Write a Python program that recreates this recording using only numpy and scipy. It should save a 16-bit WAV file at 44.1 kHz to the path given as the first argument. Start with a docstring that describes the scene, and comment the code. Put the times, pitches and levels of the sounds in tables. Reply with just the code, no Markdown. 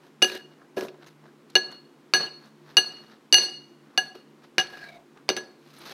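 """In a small room, a steel spoon knocks, bounces and scrapes inside a ceramic bowl on a wooden table.
Impulses excite the bowl's pairs of close modes, which beat, and the resonances of the table below.
Filtered random grains make the friction of spoon and sleeve; narrow noise, gliding or steady, makes
squeals, bowl and spoon ringing on under the drag, and one short bright tick. Echoes are decaying bands
of noise; a faint appliance hum and steady noise fill the room; a limiter holds down the loudest peaks."""
import sys
import numpy as np
from scipy import signal
from scipy.fft import rfft, irfft, next_fast_len
from scipy.io import wavfile
from scipy.ndimage import uniform_filter1d, minimum_filter1d

SR = 44100
rng = np.random.default_rng(int(sys.argv[2]) if len(sys.argv) > 2 else 0)


def undo_db(level):
    """Turn decibels back into plain size, where 20 dB means ten times bigger."""
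    steps = np.asarray(level, float) / 20
    return 10 ** steps


def wav_record(signal):
    """Record a signal, one row per channel, as 16-bit PCM in the file named by sys.argv[1]."""
    frames = np.transpose(np.atleast_2d(signal))
    bounded = np.clip(frames, -1, 1)
    # unit amplitude maps onto the largest positive 16-bit level
    quanta = np.round(bounded * 32767).astype(np.int16)
    wavfile.write(sys.argv[1], SR, quanta)


N = 261497


def rms_one(x):
    """Normalisation: scale to unit rms."""
    return x / np.sqrt(np.mean(x ** 2) + 1e-20)


def at_hz(points, hz):
    """Interpolation: read a table on a log-frequency axis."""
    table_hz, values = np.array(points)[:, :2].T
    return np.interp(np.log(hz), np.log(table_hz), values)


def clicks(times, sizes):
    """Impulse excitation: single-sample impulses."""
    out = np.full(N, 1e-18)
    np.add.at(out, np.round(np.asarray(times) * SR).astype(int), sizes)
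    return out


def ring(x, hz, t60):
    """Damped resonance: a unit click sets a decaying sine of height 1 ringing."""
    radius, turn = undo_db(-60 / (t60 * SR)), 2 * np.pi * hz / SR
    return signal.lfilter([0, np.sin(turn)], [1, -2 * radius * np.cos(turn), radius ** 2], x)


def coloured(x, spectrum):
    """Spectral shaping: multiply the Fourier spectrum by a table, then scale to rms 1."""
    size = next_fast_len(N)
    hz = np.maximum(np.arange(size // 2 + 1) * SR / size, 1)
    return rms_one(irfft(rfft(x, size) * undo_db(at_hz(spectrum, hz)), size)[:N])


def grains(per_s, spread_db):
    """Shot noise: random contacts of random sign, their sizes spread exponentially in dB."""
    sizes = undo_db(spread_db * np.minimum(rng.exponential(1, N), 5)) * rng.choice([-1, 1], N)
    return rms_one(sizes * (rng.random(N) < per_s / SR))


def chatter(corner_hz, depth_db):
    """Random amplitude modulation: low-passed noise flickers a gain in dB, rms 1."""
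    pole = np.exp(-2 * np.pi * corner_hz / SR)
    drift = signal.lfilter([1], [1, -2 * pole, pole * pole], rng.standard_normal(N))
    return rms_one(undo_db(depth_db * rms_one(drift)))


# spectrum of the steady noise: pitch_hz, relative_level_db
NOISE_SPECTRUM = [(18, -73), (30, -35.5), (71, -28.5), (112, -32.5), (127, -16.5), (149, 2), (179, -15),
                  (227, 0.5), (328, -3), (426, -3.5), (600, -13.5), (1100, -12.5), (1280, -15.5),
                  (4420, -26.5), (16000, -40.5)]
# lines of the appliance hum: pitch_hz, resonance_width_hz, level_db (rms)
HUM_LINES = [(149.6, 6.4, -66.5), (218.2, 6.6, -65.5), (286, 13, -66.5), (350.8, 18, -62.5)]
NOISE_DB = -57.5   # rms


def background():
    """Narrow-band noise: hum lines waver as noise passes two equal resonances, over steady noise."""
    out = undo_db(NOISE_DB) * coloured(rng.standard_normal(N), NOISE_SPECTRUM)
    for hz, width_hz, level_db in HUM_LINES:
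        t60 = np.log(1000) / (np.pi * width_hz)
        once = ring(rng.standard_normal(N), hz, t60)
        out += undo_db(level_db) * rms_one(ring(once, hz, t60))
    return out


# small ticks: start_s, approximate_peak_db, centre_hz
TICK_EVENTS = [(0.035, -46, 1781), (0.0792, -44.5, 1202), (0.4583, -44, 1670), (0.943, -36, 1010),
               (1.0244, -39, 1690), (1.0439, -41, 2600), (1.2395, -40, 1146), (1.5013, -44.5, 6520),
               (1.707, -42.5, 1410), (1.7165, -40, 5006), (2.4564, -50, 4405), (2.7013, -45, 1870),
               (2.988, -46, 1730), (2.97, -42.5, 1730), (3.1107, -41, 990), (3.497, -41, 4267),
               (4.44, -40.5, 2088), (4.67, -29, 2480), (5.174, -38, 1710), (5.283, -34, 1490)]
TICK_DECAY_S, TICK_CREST_DB = .003, 9   # time to fall to 1/e; peak above rms


def ticks():
    """Transient noise: each tick is an exponentially fading puff around its own pitch."""
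    out, t = np.zeros(N), np.arange(SR // 20) / SR
    for start_s, peak_db, hz in TICK_EVENTS:
        band = signal.butter(2, [hz * .6, min(hz * 1.6, .45 * SR)], "band", fs=SR)
        noise = signal.lfilter(*band, rng.standard_normal(len(t)))
        puff = noise / np.std(noise) * np.exp(-t / TICK_DECAY_S)
        out[round(start_s * SR):][:len(t)] += undo_db(peak_db - TICK_CREST_DB) * puff
    return out


# reverberation times of the room: pitch_hz, t60_s
ROOM_DECAY = [(200, .45), (2000, .48), (6000, .41), (10000, .28), (15000, .21)]


def room(x):
    """Diffuse reverberation: half-octave bands of noise, each dying at its own pace."""
    t, tail = np.arange(SR * 2 // 3) / SR, 0
    for low_hz in 100 * 2 ** np.arange(0, 7.5, .5):
        band = signal.butter(2, [low_hz, low_hz * np.sqrt(2)], "band", fs=SR, output="sos")
        noise = signal.sosfilt(band, rng.standard_normal(len(t)))
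        tail = tail + noise * undo_db(-60 * t / at_hz(ROOM_DECAY, low_hz))
    tail = tail * np.minimum(t / 0.0013, 1)   # the echoes build up over the first 1.3 ms
    return signal.fftconvolve(x, tail / np.sqrt(np.sum(tail ** 2)))[:N]


# sleeve and hand move: peak_s, swell_s, dull_db, rasp_db, bright_db
RUSTLE_EVENTS = [(.065, 0.12, -58.5, -64.5, -73), (.52, .1, -61.5, -69, -84),
                 (.62, .12, -59.5, -84.5, -91.5), (1.03, .05, -52.5, -62, -80),
                 (1.266, 0.053, -56, -68, -85), (1.501, .008, -63, -59, -77.5),
                 (1.69, .06, -51.5, -65, -77.5), (1.717, 0.0093, -47.5, -54, -65),
                 (2.461, 0.12, -55, -61, -70.5), (2.713, 0.11, -54, -58, -70.5),
                 (3.118, 0.016, -50.5, -57.5, -74.5), (3.95, 0.198, -59, -71.5, -87),
                 (4.151, 0.007, -50, -54.5, -65), (4.443, 0.065, -59, -64.5, -79.5),
                 (5.175, .035, -53.5, -68.5, -91.5), (5.75, 0.132, -65, -64, -68),
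                 (5.92, 0.23, -44.5, -44.5, -54.5)]
SWELL_DB, RUSTLE_FALL_DB_PER_S = 19.5, 308.5   # rise within one swell_s; fall after the peak


def rustle_power():
    """Exponential envelopes: each rustle swells and falls along straight lines in dB."""
    t, power = np.arange(N) / SR, np.zeros((3, N))
    for peak_s, swell_s, *levels_db in RUSTLE_EVENTS:
        rise_db = SWELL_DB / swell_s * (t - peak_s)
        shape_db = np.where(t < peak_s, rise_db, RUSTLE_FALL_DB_PER_S * (peak_s - t))
        power += undo_db(np.c_[levels_db] + shape_db) ** 2
    return power


# spectrum of the dull rub: pitch_hz, relative_level_db
RUB_SPECTRUM = [(88, -36.5), (150, -8), (1020, -9), (1640, -8), (2200, -21.5), (2860, -51.5), (4840, -120)]
# spectrum of the rasp: pitch_hz, relative_level_db
RASP_SPECTRUM = [(1180, -30), (2000, -7), (3300, -6.5), (3990, -3), (6000, -13), (7800, -44), (13200, -120)]
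# spectrum of the bright hiss: pitch_hz, relative_level_db
HISS_SPECTRUM = [(3240, -27), (5500, -11), (6290, -4.5), (7130, -13), (14200, -10.5), (15500, -23),
                 (16000, -28.5)]


def friction():
    """Power addition: all strokes share three grain voices, dull rub, rasp and bright hiss."""
    gains = np.sqrt(rustle_power() + rattle_power() + scrape_power())
    # a sliding contact keeps breaking
    dull, middle, bright = gains * chatter(90, depth_db=2.8)
    rub = dull * coloured(grains(6000, spread_db=3.5), RUB_SPECTRUM)
    rasp = middle * coloured(grains(6800, spread_db=3.0), RASP_SPECTRUM)
    hiss = bright * coloured(grains(6900, spread_db=0.0), HISS_SPECTRUM)
    return rub + rasp + hiss


# spoon strikes bowl: start_s, crack_db, then db relative to the crack:
# thud_db, ring_1700_hz_db, ring_2900_hz_db, ring_4400_hz_db, ring_6100_hz_db, ring_750_hz_db
BLOW_EVENTS = [(0.223, -2.5, -19.5, -14.5, 4.5, -24, -8.5, -11.5),
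               (0.77, -26.5, 3.5, -5, -6, -23, -22.5, -4), (1.5533, -0.5, -23.5, -13, 1.5, -12.5, -17, -17),
               (2.137, 4, -26, -11, -8.5, -16, -12, -19), (2.7688, -1, -30.5, -13.5, 5.5, -12, -7.5, -15),
               (3.3256, 1, -20, -14, 7.5, -12.5, 0, -16), (3.9761, -6.5, -26.5, -7, 1, -20, -11, -6.5),
               (4.582, -0.5, -28, -15, -6.5, -28.5, -19.5, -15.5),
               (5.2901, -1, -26, -24, -14.5, -32, -20, -18),
               (5.3656, -11.5, -21, -16, -17, -30, -16.5, -12.5)]
# further touches where the nearest blow fell: start_s, crack_db, thud_db (relative to the crack),
# ring_db (added to the blow's ring columns)
BOUNCE_EVENTS = [(0.2193, -10, -26, -13), (0.2445, -11.5, -16, -1), (0.2995, -24, -16, -20),
                 (0.3182, -29.5, -11, -12.5), (0.3504, -27.5, -8, -22), (0.78, -28, 4.5, -2),
                 (0.8092, -22.5, -10, -17), (0.8232, -31, 3.5, -9.5), (0.849, -35, 0, -17),
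                 (0.884, -27, -18.5, -18), (1.564, -8.5, -22, -1), (2.1474, -5, -32, -10),
                 (2.2095, -24, -11, 3), (2.782, -10, -21.5, -10.5), (3.3426, 2, -30.5, 2.5),
                 (3.3824, -11.5, -21.5, -17.5), (4.153, -38, -3.5, -27.5), (4.5991, -19, -21.5, 13.5),
                 (4.6126, -18.5, -32, -6), (5.3, -11, -10, 6), (5.374, -18, -21.5, -4),
                 (5.3835, -21.5, -21.5, -4.5)]
TOP_RINGS_DB = -23.5   # rings from 8 kHz up, relative to the 6.1 kHz ring
BOUNCE_TOP_DB = -7   # further touches wake the rings from 8 kHz up less


def contacts():
    """Modal excitation: rows of start_s, crack_db, thud_db, rings at 1.7, 2.9, 4.4, 6.1, 8 up, 0.75 kHz."""
    blows, bounces = np.array(BLOW_EVENTS), np.array(BOUNCE_EVENTS)
    blows = np.insert(blows, -1, blows[:, -2] + TOP_RINGS_DB, axis=1)
    nearest = blows[np.argmin(abs(bounces[:, :1] - blows[:, 0]), axis=1)]
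    nearest[:, -2] += BOUNCE_TOP_DB
    bounce_rings = nearest[:, -6:] + bounces[:, -1:]
    return np.vstack([blows, np.column_stack([bounces[:, :-1], bounce_rings])])


# broad resonances of the crack: pitch_hz, relative_level_db, t60_s,
# contact column it follows (rounded, 0 for none)
CRACK_RESONANCES = [(1450, -11.5, 0.0039, -0.5), (2560, -11.5, 0.006, 0.5), (3743, -17.5, 0.0095, 0.5),
                    (4566, 1, .01, 5.5), (5430, -16, 0.0042, 0.5), (8130, 0.5, 0.011, 7),
                    (8917, -1.5, .008, 7), (12037, -3.5, .008, 7)]


def crack():
    """Filtered noise burst: micro-contacts excite broad, fast-dying resonances."""
    rows, out = contacts(), np.zeros(N)
    for hz, level_db, t60, column in CRACK_RESONANCES:
        colour_db = rows[:, round(column)] if round(column) else 0
        blows = clicks(rows[:, 0], undo_db(rows[:, 1] + colour_db + level_db - 10))
        burst = signal.lfilter([1], [1, -.985], blows) * rng.standard_normal(N)
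        out += ring(burst, hz, t60)
    return out


# the bowl's mode pairs: lower_hz, upper_twin_hz
MODE_PAIRS = [(746, 757), (1640, 1676), (2859, 2885), (4347, 4381), (6083, 6094), (8010, 8090),
              (10238, 10268), (11950, 11965), (12640, 12652), (14120, 14140), (15250, 15262)]
# the same pairs: relative_level_db, t60_s, twin_t60_s, signed share of twin (-1 to 1),
# room_send_db, contact column that drives it
MODE_SETTINGS = [(-16, 0.11, .15, 0.63, -10.5, 8), (-5, 0.083, 0.14, -0.55, -18.5, 3),
                 (-6.5, 0.083, 0.033, -0.4, -21.5, 4), (-2.5, 0.1, 0.34, -0.064, -9, 5),
                 (-10, 0.084, 0.14, -0.073, -18, 6), (-5, 0.097, 0.063, 0.4, -10, 7),
                 (-2, 0.14, 0.06, 0.089, -12.5, 7), (-18.5, 0.061, 0.13, -.3, -10, 7),
                 (-7.5, 0.06, .13, -0.087, -10, 7), (-22.5, .13, .13, -0.27, -11, 7),
                 (-6.5, 0.06, 0.088, -0.29, -9.5, 7)]
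CONTACT_T60_S = .008   # the push on each mode builds over the first milliseconds


def bowl():
    """Beating of split modes: each contact strikes both twins; returns direct sound and room feed.

    Twins that start out of step swell first, then beat."""
    rows, out, sent = contacts(), np.zeros(N), np.zeros(N)
    for (hz, twin_hz), settings in zip(MODE_PAIRS, MODE_SETTINGS):
        level_db, t60, twin_t60, share, sent_db, column = settings
        blows = clicks(rows[:, 0], undo_db(rows[:, 1] + rows[:, round(column)] + level_db + 6.5))
        push = 2 * (1 - undo_db(-60 / (CONTACT_T60_S * SR))) * ring(blows, hz, CONTACT_T60_S)
        pair = (1 - abs(share)) * ring(push, hz, t60) + share * ring(push, twin_hz, twin_t60)
        out += pair
        sent += undo_db(sent_db) * pair
    return out, sent


# resonances of table top and bowl foot: pitch_hz, relative_level_db, t60_s
TABLE_MODES = [(249, -3, 0.036), (296, -7.5, 0.048), (367.5, -3, 0.15), (445, -8, 0.14), (562, -0.5, 0.03),
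               (725, -9.5, 0.026), (962, -18.5, 0.16), (1140, -21.5, 0.027)]


def table():
    """Structure-borne sound: the foot of the bowl passes each contact on to the wood, softened."""
    rows, out = contacts(), np.zeros(N)
    blows = clicks(rows[:, 0], undo_db(rows[:, 1] + rows[:, 2] + 4.0))
    push = signal.lfilter([.15], [1, -.85], blows)
    for k, (hz, level_db, t60) in enumerate(TABLE_MODES):
        out += (-1) ** k * undo_db(level_db) * ring(push, hz, t60)   # neighbours alternate in sign
    return out


# dull, rasp and bright voices, relative to crack_db, with their rates of fall
RATTLE_DB, RATTLE_FALL_DB_PER_S, RATTLE_DELAY_S = (-31, -26, -48.5), 698, 0.0036
WASH_DB, WASH_FALL_DB_PER_S = (-44, -53, -64.5), (120, 128.5, 143)


def rattle_power():
    """Two-rate decay: every contact rattles briefly, then leaves a longer wash."""
    t, power = np.arange(N) / SR, np.zeros((3, N))
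    for start_s, crack_db in contacts()[:, :2]:
        first = round((start_s + RATTLE_DELAY_S) * SR)
        age = t[:min(SR, N - first)]
        rattle = undo_db(crack_db + np.c_[list(RATTLE_DB)] - RATTLE_FALL_DB_PER_S * age)
        wash = undo_db(crack_db + np.c_[list(WASH_DB)] - np.c_[list(WASH_FALL_DB_PER_S)] * age)
        power[:, first:first + len(age)] += rattle ** 2 + wash ** 2
    return power


# narrow tones: the spoon squeals, or bowl and spoon ring on under the drag; the last is a short
# bright tick: start_s, end_s, start_hz, end_hz, width_hz
NARROW_TONES = [(.25, .42, 1680, 1660, 60), (.224, .39, 4100, 3950, 300), (1.062, 1.095, 6500, 6500, 150),
                (2.17, 2.28, 4350, 4350, 30), (2.2, 2.29, 2870, 2870, 40), (4.68, 4.85, 760, 740, 60),
                (4.86, 5.03, 700, 670, 40), (4.7, 4.91, 1665, 1638, 35), (4.74, 4.84, 2600, 2350, 200),
                (4.835, 4.99, 2320, 2200, 70), (4.78, 4.9, 4350, 4300, 200), (4.835, 4.98, 3950, 3750, 120),
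                (4.74, 4.84, 5000, 5250, 250), (5.37, 5.5, 4750, 4500, 250),
                (5.782, 5.796, 10600, 10600, 1200)]
# the same tones: level_db (rms before the fade in and out)
NARROW_TONE_LEVELS = [-45, -47, -59.5, -38, -42, -54, -50, -45, -55.5, -54, -57, -58, -61, -63.5, -56]


def narrow_tones():
    """Narrow-band resonance: noise around a gliding or steady pitch squeals, rings on or briefly ticks."""
    out, t = np.zeros(N), np.arange(N) / SR
    for (start_s, end_s, start_hz, end_hz, width_hz), level_db in zip(NARROW_TONES, NARROW_TONE_LEVELS):
        inside = (t >= start_s) & (t < end_s)
        along = (t[inside] - start_s) / (end_s - start_s)
        noise = rng.standard_normal(inside.sum()) + 1j * rng.standard_normal(inside.sum())
        wobble = signal.lfilter([1], [1, -np.exp(-np.pi * width_hz / SR)], noise)
        turns = np.cumsum(start_hz + (end_hz - start_hz) * along) / SR
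        tone = rms_one((wobble * np.exp(2j * np.pi * turns)).real)
        out[inside] += undo_db(level_db) * np.sqrt(np.sin(np.pi * along)) * tone
    return out


# the spoon drags on the glaze: start_s, length_s, dull_db, rasp_db, bright_db
SCRAPE_EVENTS = [(0.231, .07, -47.5, -41.5, -45), (.317, 0.05, -50, -40.5, -50),
                 (0.766, 0.092, -43, -49.5, -52.5), (1.064, 0.022, -51, -54, -62),
                 (2.198, 0.051, -36.5, -52.5, -71), (2.829, 0.29, -55, -59, -71),
                 (3.379, 0.068, -44.5, -40.5, -55.5), (3.99, .08, -54.5, -56, -65),
                 (4.598, 0.018, -45.5, -33, -54), (4.7, .26, -55.5, -56.5, -68)]


def scrape_power():
    """Piecewise envelope: a 5 ms onset, a sag of 6 dB along the drag, then a steep release."""
    t, power = np.arange(N) / SR, np.zeros((3, N))
    for start_s, length_s, *levels_db in SCRAPE_EVENTS:
        end_s = start_s + length_s
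        shape_db = np.interp(t, [start_s - .005, start_s, end_s, end_s + 1], [-60, 0, -6, -400])
        power += undo_db(np.c_[levels_db] + shape_db) ** 2
    return power


THUD_ROOM_DB, KNOCK_ROOM_DB = -10, -19.5   # sent to the room
BASS_CUT_HZ = 265


def scene():
    """Superposition: bowl, table and their echoes add to the friction and the background."""
    (rings, sent), thud, knocks = bowl(), table(), crack() + ticks()
    echoes = room(sent + undo_db(THUD_ROOM_DB) * thud + undo_db(KNOCK_ROOM_DB) * knocks)
    # a bowl radiates little deep bass
    small_body = signal.butter(2, BASS_CUT_HZ, "high", fs=SR, output="sos")
    impacts = signal.sosfilt(small_body, rings + thud + knocks + echoes)
    tones = narrow_tones() * chatter(40, depth_db=3)
    return (impacts + tones + friction() + background())[None]


def low_pass(x):
    """Removes everything above the highest recorded frequency."""
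    return signal.sosfilt(signal.butter(12, 16550, fs=SR, output="sos"), x)


TOP_CUT_HZ, CEILING_DB, RELEASE_DB_PER_S = 17000, -2, 304


def record(dry):
    """Peak limiting: the microphone fades at the very top; a fast limiter ducks what passes the ceiling."""
    dry = signal.sosfilt(signal.cheby2(8, 40, TOP_CUT_HZ, fs=SR, output="sos"), dry)
    ramp = RELEASE_DB_PER_S * np.arange(N) / SR
    over_db = np.maximum(20 * np.log10(abs(dry) + 1e-9) - CEILING_DB, 0)
    held_db = np.maximum.accumulate(over_db + ramp, axis=1) - ramp
    # a sliding maximum looks ahead, so that the smoothed gain is down in time
    ahead_db = -minimum_filter1d(-held_db, size=41, axis=1)
    mix = dry * undo_db(-uniform_filter1d(ahead_db, size=41, axis=1))
    return low_pass(mix)


dry = scene()
out = record(dry)
wav_record(out)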